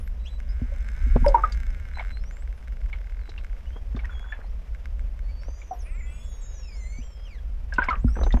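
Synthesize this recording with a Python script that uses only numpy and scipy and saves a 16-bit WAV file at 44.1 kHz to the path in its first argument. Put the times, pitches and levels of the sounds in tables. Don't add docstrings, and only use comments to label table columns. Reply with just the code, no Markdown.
import sys
import numpy as np
from scipy import signal
from scipy.fft import rfft, irfft, next_fast_len
from scipy.io import wavfile
from scipy.ndimage import uniform_filter1d, map_coordinates

SR = 44100
rng = np.random.default_rng(int(sys.argv[2]) if len(sys.argv) > 2 else 0)


def store_wav(level_fs):
    pcm = np.round(np.clip(np.atleast_2d(level_fs), -1, 1) * 32767)
    wavfile.write(sys.argv[1], SR, pcm.T.astype(np.int16))


N = 370440

# centre_hz, width_hz, relative_db
HOUSING_RING = [(1552, 200, -2), (2160, 123, 0.5), (2800, 1080, -14)]


def amp(db):
    return 10 ** (np.asarray(db) / 20)


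def unit(x):
    return x / np.sqrt(np.mean(x ** 2) + 1e-20)


def curves(rows):
    s, *cols = np.transpose(rows)
    return [np.interp(np.arange(N) / SR, s, c) for c in cols]


def wobble(knots_per_s, count=N):
    knots = rng.standard_normal(int(count * knots_per_s / SR) + 4)
    return map_coordinates(knots, [np.arange(count) * knots_per_s / SR])


def filtered(x, response):
    m = next_fast_len(N + SR // 2)
    return irfft(rfft(x, m) * response(np.fft.rfftfreq(m, 1 / SR)), m)[:N]


def resonate(x, modes):
    def body(f):
        total = 0
        for k, (centre_hz, width_hz, db) in enumerate(modes):
            damping = 1j * f * width_hz
            total = total + (-1) ** k * amp(db) * damping / (centre_hz * centre_hz - f * f + damping)
        return total
    return filtered(x, body) / np.abs(filtered(np.arange(N) == 0, body)).max()


def noise(spectrum):
    f, db = np.transpose(spectrum)
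    colour = lambda hz: amp(np.interp(np.log(hz + 1), np.log(f + 1), db))
    return unit(filtered(rng.standard_normal(N), colour))


def impulses(times_s, db):
    return np.bincount(np.round(np.asarray(times_s) * SR).astype(int), amp(db), N)[:N]


def whistles():
    # (time_s, pitch_hz)
    contours = [ (-58.5, [(0.0, 9900), (0.09, 13200)]), (-62, [(0.19, 3900), (0.38, 3960)]),
                (-50, [(0.25, 2180), (0.265, 3130), (0.29, 3650)]), (-56.5, [(1.94, 4050), (2.0, 3970)]),
                (-78, [(2.29, 10200), (2.41, 14700), (2.46, 14800), (2.53, 11800), (2.63, 7700)]),
                (-73, [(4.42, 4150), (4.465, 4150), (4.475, 5100), (4.52, 5950)]), (-71, [(6.0, 15500),
                (6.17, 13500), (6.4, 13600)]), (-67.5, [(6.72, 9200), (6.84, 8000), (6.96, 8930)]),
                (-60.5, [(0.485, 4820), (0.525, 5340)]), (-59, [(2.1, 3940), (2.19, 4250)]),
                (-65, [(2.19, 5000), (2.3, 6020), (2.315, 7050), (2.4, 7500), (2.43, 8100)]),
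                (-71, [(3.19, 4700), (3.23, 3980), (3.47, 3900)]), (-64, [(3.66, 2930), (3.78, 3290)]),
                (-59.5, [(4.1, 3500), (4.16, 3310), (4.36, 3436)]), (-68.5, [(5.22, 4374), (5.62, 4860)]),
                (-56.5, [(5.28, 2250), (5.315, 2300)]), (-61, [(5.785, 6900), (5.83, 5000)]),
                (-63.5, [(5.72, 14200), (5.76, 12000), (5.83, 10100), (5.95, 7570), (6.04, 7050),
                (6.12, 8020), (6.25, 7600), (6.36, 6480), (6.62, 6880), (7.15, 7460)]), (-66, [(6.06, 3340),
                (6.45, 3500)]), (-72.5, [(6.16, 3500), (6.3, 3790), (6.68, 3820)]), (-68, [(6.4, 1804),
                (6.62, 1666)]), (-69, [(6.06, 9650), (6.3, 9500), (6.41, 8650)]), (-72, [(6.17, 5100),
                (6.35, 5660), (6.6, 4980)]), (-58.5, [(6.41, 7700), (6.6, 5630), (6.74, 4900),
                (6.78, 5600)]), (-63, [(6.13, 6690), (6.72, 6560), (6.84, 6180), (6.95, 6220), (7.2, 5050),
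                (7.26, 5200)]), (-58, [(6.62, 2800), (6.72, 2296), (6.84, 2017), (7.0, 2310),
                (7.04, 3340)]), (-70, [(7.04, 3180), (7.25, 3244)]), (-56, [(7.25, 3300), (7.29, 2610),
                (7.395, 1596)]), (-69, [(7.97, 5530), (8.03, 8170), (8.22, 7980), (8.3, 7200),
                (8.5, 6100)]), (-61, [(8.07, 4980), (8.15, 5940), (8.7, 6830)]), ]
    # (time_s, pitch_hz)
    raspy = (-62.5, [(5.4, 5210), (5.5, 6200), (5.62, 6480), (5.75, 5680)])
    rasp_start_s, rasp_end_s, flutter_hz, depth_rad = 5.49, 5.72, 300, 2.2
    overtone_loss_db_per_khz = 4.5
    out = np.zeros(N)
    for order, (db, rows) in enumerate([raspy, *contours]):
        s, hz = np.transpose(rows)
        i = np.arange(round(s[0] * SR), min(round(s[-1] * SR), N))
        pitch_hz = uniform_filter1d(np.interp(i / SR, s, hz), size=600)
        pitch_hz = pitch_hz * (1 + 0.005 * wobble(25, count=len(i)))
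        phase = 2 * np.pi * np.cumsum(pitch_hz) / SR
        if order == 0:
            progress = np.clip((i / SR - rasp_start_s) / (rasp_end_s - rasp_start_s), 0, 1)
            arch = np.sin(np.pi * progress) ** .5
            rate_hz = flutter_hz * arch * amp(wobble(flutter_hz, count=len(i)))
            phase += depth_rad * arch * np.sin(2 * np.pi * np.cumsum(rate_hz) / SR)
        fade = np.clip(np.minimum(i - i[0], i[-1] - i) / (.006 * SR), 0, 1)
        level = amp(db + 1.93 * wobble(30.24, count=len(i)) + 2.35 * wobble(400, count=len(i)))
        tone = np.zeros(len(i))
        for k in range(5):
            partial_amp = amp(-overtone_loss_db_per_khz * pitch_hz / 1000 * k)
            audible = pitch_hz * (k + 1) < SR / 2
            tone += partial_amp * audible * np.sin((k + 1) * phase)
        out[i] += fade * level * tone
    tail_t60_s = 0.099
    tail = rng.standard_normal(SR // 8) * amp(-60 * np.arange(SR // 8) / SR / tail_t60_s)
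    wet = out + amp(-1.0) * signal.fftconvolve(out, tail / np.linalg.norm(tail))[:N]
    return filtered(wet, lambda hz: 1 / (1 + (hz / 11500) ** 4))


def beat(rows):
    t = np.arange(rows[0][0], rows[-1][0], 1 / SR)
    count = np.floor(np.cumsum(np.interp(t, *np.transpose(rows)[:2])) / SR)
    return t[np.flatnonzero(np.diff(count, prepend=-1))]


def clicks():
    # time_s, clicks_per_s
    search_pace = [(.7388, 41.1), (.946, 62.5), (1.111, 126.3), (1.263, 132.3), (1.482, 44.2),
                   (1.819, 15.3), (1.991, 62.2), (2.015, 93.3), (2.12, 88.3)]
    scan_pace = [(1.9935, 18.4), (2.288, 13.4), (2.354, 18.2), (2.851, 22.3), (2.951, 36.5), (3.021, 34.4),
                 (3.277, 50), (3.671, 17.2), (3.71, 28)]
    # time_s, relative_ring_db, relative_tick_db
    search_level = [(.74, -40.5, -63), (1.36, -34.5, -66), (1.57, -33.5, -56), (2.12, -35, -67)]
    scan_level = [(2.0, -28, -69), (2.6, -38, -69), (3.7, -39.5, -74.5)]
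    # time_s, clicks_per_s, relative_ring_db
    buzz_rows = [(.36, 100, -56), (.5, 138, -44), (.8, 215, -42.5), (1.15, 286, -39.5), (1.6, 230, -41),
                 (2.1, 162, -46.5)]
    # time_s,
    # relative_tick_db
    single_clicks = [(0.076, -61.5), (0.4022, -61), (0.8877, -56), (1.263, -46.5), (1.35, -55),
                     (2.6812, -63), (3.4463, -59), (4.055, -57), (4.195, -63), (4.7484, -61.5),
                     (4.8567, -57.5), (4.994, -63.5), (5.192, -65), (5.434, -63.5)]
    # centre_hz, width_hz, relative_db
    tick_modes = [(3500, 300, 3), (5200, 120, 4), (6200, 300, 1.5), (7700, 370, -2.5), (9620, 230, -4.5),
                  (12800, 630, -12)]
    buzz_times = beat(buzz_rows)
    buzz_times += .00004 * rng.standard_normal(len(buzz_times))
    buzz_level = [(s, db, db - 30.5) for s, _, db in buzz_rows]
    trains = [  # times, loudness, scatter in dB
        (beat(search_pace), search_level, 1.5),
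        (beat(scan_pace), scan_level, 1.5),
        (buzz_times, buzz_level, 1.2),
    ]
    low, high = np.zeros(N), np.zeros(N)
    for times, level, scatter_db in trains:
        s, ring_db, tick_db = np.transpose(level)
        scatter = scatter_db * rng.standard_normal((len(times), 2))
        low += impulses(times, np.interp(times, s, ring_db) + scatter[:, 0])
        high += impulses(times, np.interp(times, s, tick_db) + scatter[:, 1])
    s, db = np.transpose(single_clicks)
    low += impulses(s, db + 29.0)
    high += impulses(s, db)
    burst = high + uniform_filter1d(high, size=24) * 3 * rng.standard_normal(N)
    ringing = filtered(resonate(low, HOUSING_RING), lambda hz: 1 / (1 + 1j * hz / 3000) ** 2)
    return ringing + amp(14.0) * resonate(burst, tick_modes)


def squawk():
    # time_s, pulses_per_s, relative_level_db, loudest_hz
    pulse_rows = [(5.85, 256, -58, 2340), (5.95, 340, -53.5, 2270), (6.0, 384, -54, 2250),
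                  (6.03, 284, -57.5, 2150), (6.22, 306, -60, 2650), (6.27, 420, -79, 2850)]
    width_hz = 420
    low_hz, low_width_hz, low_db = 1380, 120, -5
    rate_hz, db, top_hz = curves(pulse_rows)
    phase = 2 * np.pi * np.cumsum(rate_hz) / SR

    def band(hz):
        upper = np.exp(-((hz - top_hz) / width_hz) ** 2)
        return upper + amp(low_db) * np.exp(-((hz - low_hz) / low_width_hz) ** 2)

    stack = np.zeros(N)
    for k in range(3, 13):
        flutter = amp(4.1 * wobble(25) + 3.3 * wobble(160))
        stack += band(k * rate_hz) * flutter * np.sin(k * phase)
    t = np.arange(N) / SR
    gate = 1. * (t > pulse_rows[0][0]) * (t < pulse_rows[-1][0])
    return amp(db) * stack * uniform_filter1d(gate, size=600)


def ring(t, db, hz, t60_s, attack_s):
    t = np.maximum(t, 0)
    tone = np.sin(2 * np.pi * hz * t * (1 + .03 * t / t60_s))
    return amp(db - 60 * t / t60_s) * (1 - np.exp(-(t / attack_s) ** 2)) * tone


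def bubbles():
    # start_s, relative_level_db, pitch_hz
    bubble_rows = [(0.717, -43, 552), (1.244, -22.5, 920), (1.261, -11, 565), (1.281, -38.5, 4980),
                   (1.343, -9.5, 921), (1.379, -32, 1150), (1.436, -17.5, 1235), (1.522, -41.5, 4680),
                   (1.994, -34, 2165), (2.929, -38, 2194), (3.293, -49, 3950), (3.378, -45, 2700),
                   (3.963, -50.5, 3580), (3.991, -43.5, 2230), (4.241, -48.5, 1490), (4.045, -42, 1854),
                   (4.093, -42.5, 1416), (4.322, -33, 1717), (5.616, -51, 2280), (5.709, -28, 739),
                   (7.723, -33.5, 1603), (7.737, -44.5, 5200), (7.759, -47, 2700), (7.782, -18, 1480),
                   (7.782, -22.5, 988), (7.819, -22.5, 1555), (7.832, -37, 2210), (7.841, -50, 5100),
                   (7.899, -49, 4290), (7.883, -23, 1014), (7.886, -24.5, 2150), (7.906, -22.5, 1302),
                   (7.927, -25, 1185), (8.079, -44.5, 1367), (8.154, -41.5, 1566), (8.235, -42, 3860),
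                   (8.305, -38, 1920), (8.324, -41, 3580)]
    t60_at_1khz_s, t60_slope = 0.052, 0.6
    out, t = np.zeros(N + SR), np.arange(SR // 4) / SR
    for s, db, hz in bubble_rows:
        t60_s = t60_at_1khz_s * (1000 / hz) ** t60_slope
        swell_s = 5 / hz
        main = ring(t, db + 14.0, hz, t60_s, swell_s)
        twin = ring(t, db - 3.0, .945 * hz, 2.87 * t60_s, swell_s / 2)
        around = signal.butter(4, [hz / 3, 1.5 * hz], "band", fs=SR, output="sos")
        puff_level = amp(0.74 * db - 8 - 60 * t / (4.1 * t60_s))
        puff = signal.sosfilt(around, rng.standard_normal(len(t))) * puff_level
        flutter = amp(1.5 * wobble(130, count=len(t)))
        out[round(s * SR):][:len(t)] += (main + twin) * flutter + puff
    return out[:N]


def froth():
    # start_s, end_s, relative_level_db, lowest_hz
    splash_rows = [(1.967, 2.025, -28, 694), (3.95, 4.451, -44, 720), (7.786, 7.967, -29.5, 960)]
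    out, t = np.zeros(N + SR), np.arange(SR // 30) / SR
    for start, end, db, low_hz in splash_rows:
        count = round(400 * (end - start))
        when, pitch, softness = rng.random((count, 3)).T[..., None]
        hz = low_hz * np.exp(1.25 * pitch)
        grain_db = db - 4 * np.log(softness + .04) - 6 * pitch
        grains = ring(t, grain_db, hz, 11 / hz, 1.5 / hz)
        at = np.round((start + (end - start) * when) * SR).astype(int) + np.arange(len(t))
        out += np.bincount(at.ravel(), grains.ravel(), len(out))
    return out[:N] + amp(-21) * resonate(out[:N], HOUSING_RING)


def thumps():
    # time_s, relative_level_db
    slaps = [(0.613, -24), (1.063, -31), (1.153, -15.5), (1.219, -25), (3.942, -27), (6.981, -35),
             (8.041, -14), (8.337, -18)]
    # centre_hz, width_hz, relative_db
    slosh_modes = [(40.7, 10.5, -4.5), (54.9, 5.5, 4), (106, 33, -11), (242.4, 23, -6)]
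    s, db = np.transpose(slaps)
    pulses = impulses(s + 0.00325, db + 6.0)
    push = filtered(pulses, lambda hz: -1 / (1 + 1j * hz / 500) ** 4)
    return resonate(push, slosh_modes) + 0.13 * push / np.abs(push).max()


def knocks():
    # time_s, relative_level_db
    raps = [(1.16, -8), (3.289, -31), (3.761, -25.5), (3.967, -24), (4.389, -29.5), (5.483, -26.5),
            (7.785, -14), (7.886, -16.5), (8.166, -16), (8.188, -18), (8.212, -15), (8.233, -16.5),
            (8.264, -12.5), (8.34, -12), (8.37, -16)]
    t60_s = .05
    s, db = np.transpose(raps)
    fall = amp(-60 * np.arange(SR // 10) / SR / t60_s)
    decay = signal.fftconvolve(impulses(s, db), fall)[:N]

    def shell(hz):
        band = 4j * hz / 350 / (1 + 1j * hz / 350) ** 2
        return band / (1 + 1j * hz / 1400) ** 3

    return filtered(decay * rng.standard_normal(N), shell)


def water():
    # time_s, rumble_db
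    surge = [(0.0, -30), (1.03, -27), (1.26, -13), (1.4, -27.5), (6.5, -32), (7.72, -31), (8.02, -20.5),
             (8.4, -15)]
    # frequency_hz, relative_db_per_hz
    rumble_spectrum = [(15, -2), (38, 11.5), (62, 6), (80, -7.5), (115, -21), (240, -25.5), (400, -73)]
    # frequency_hz, relative_db_per_hz
    sea_spectrum = [(200, -7.5), (560, 3.5), (750, -3.5), (1550, -7), (2200, -8), (3300, -14),
                    (4200, -20.5), (5200, -17.5), (8500, -28), (14000, -31)]
    lumps = amp(2.1 * wobble(4.6))
    rumble = amp(curves(surge)[0]) * unit(lumps * noise(rumble_spectrum))
    ripple = amp(1.5 * wobble(90))
    return rumble + amp(-58.0) * noise(sea_spectrum) * ripple


def scene():
    animals = whistles() + clicks() + squawk()
    sea = bubbles() + froth() + thumps() + knocks() + water()
    return (animals + sea)[None]


def record(dry):
    whine_hz, whine_rms_db, top_hz = 12127, -88, 14200
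    whine = amp(whine_rms_db) * np.sqrt(2) * np.sin(2 * np.pi * whine_hz * np.arange(N) / SR)
    return filtered(dry[0] + whine, lambda hz: hz < top_hz)[None]


dry = scene()
out = record(dry)
store_wav(out)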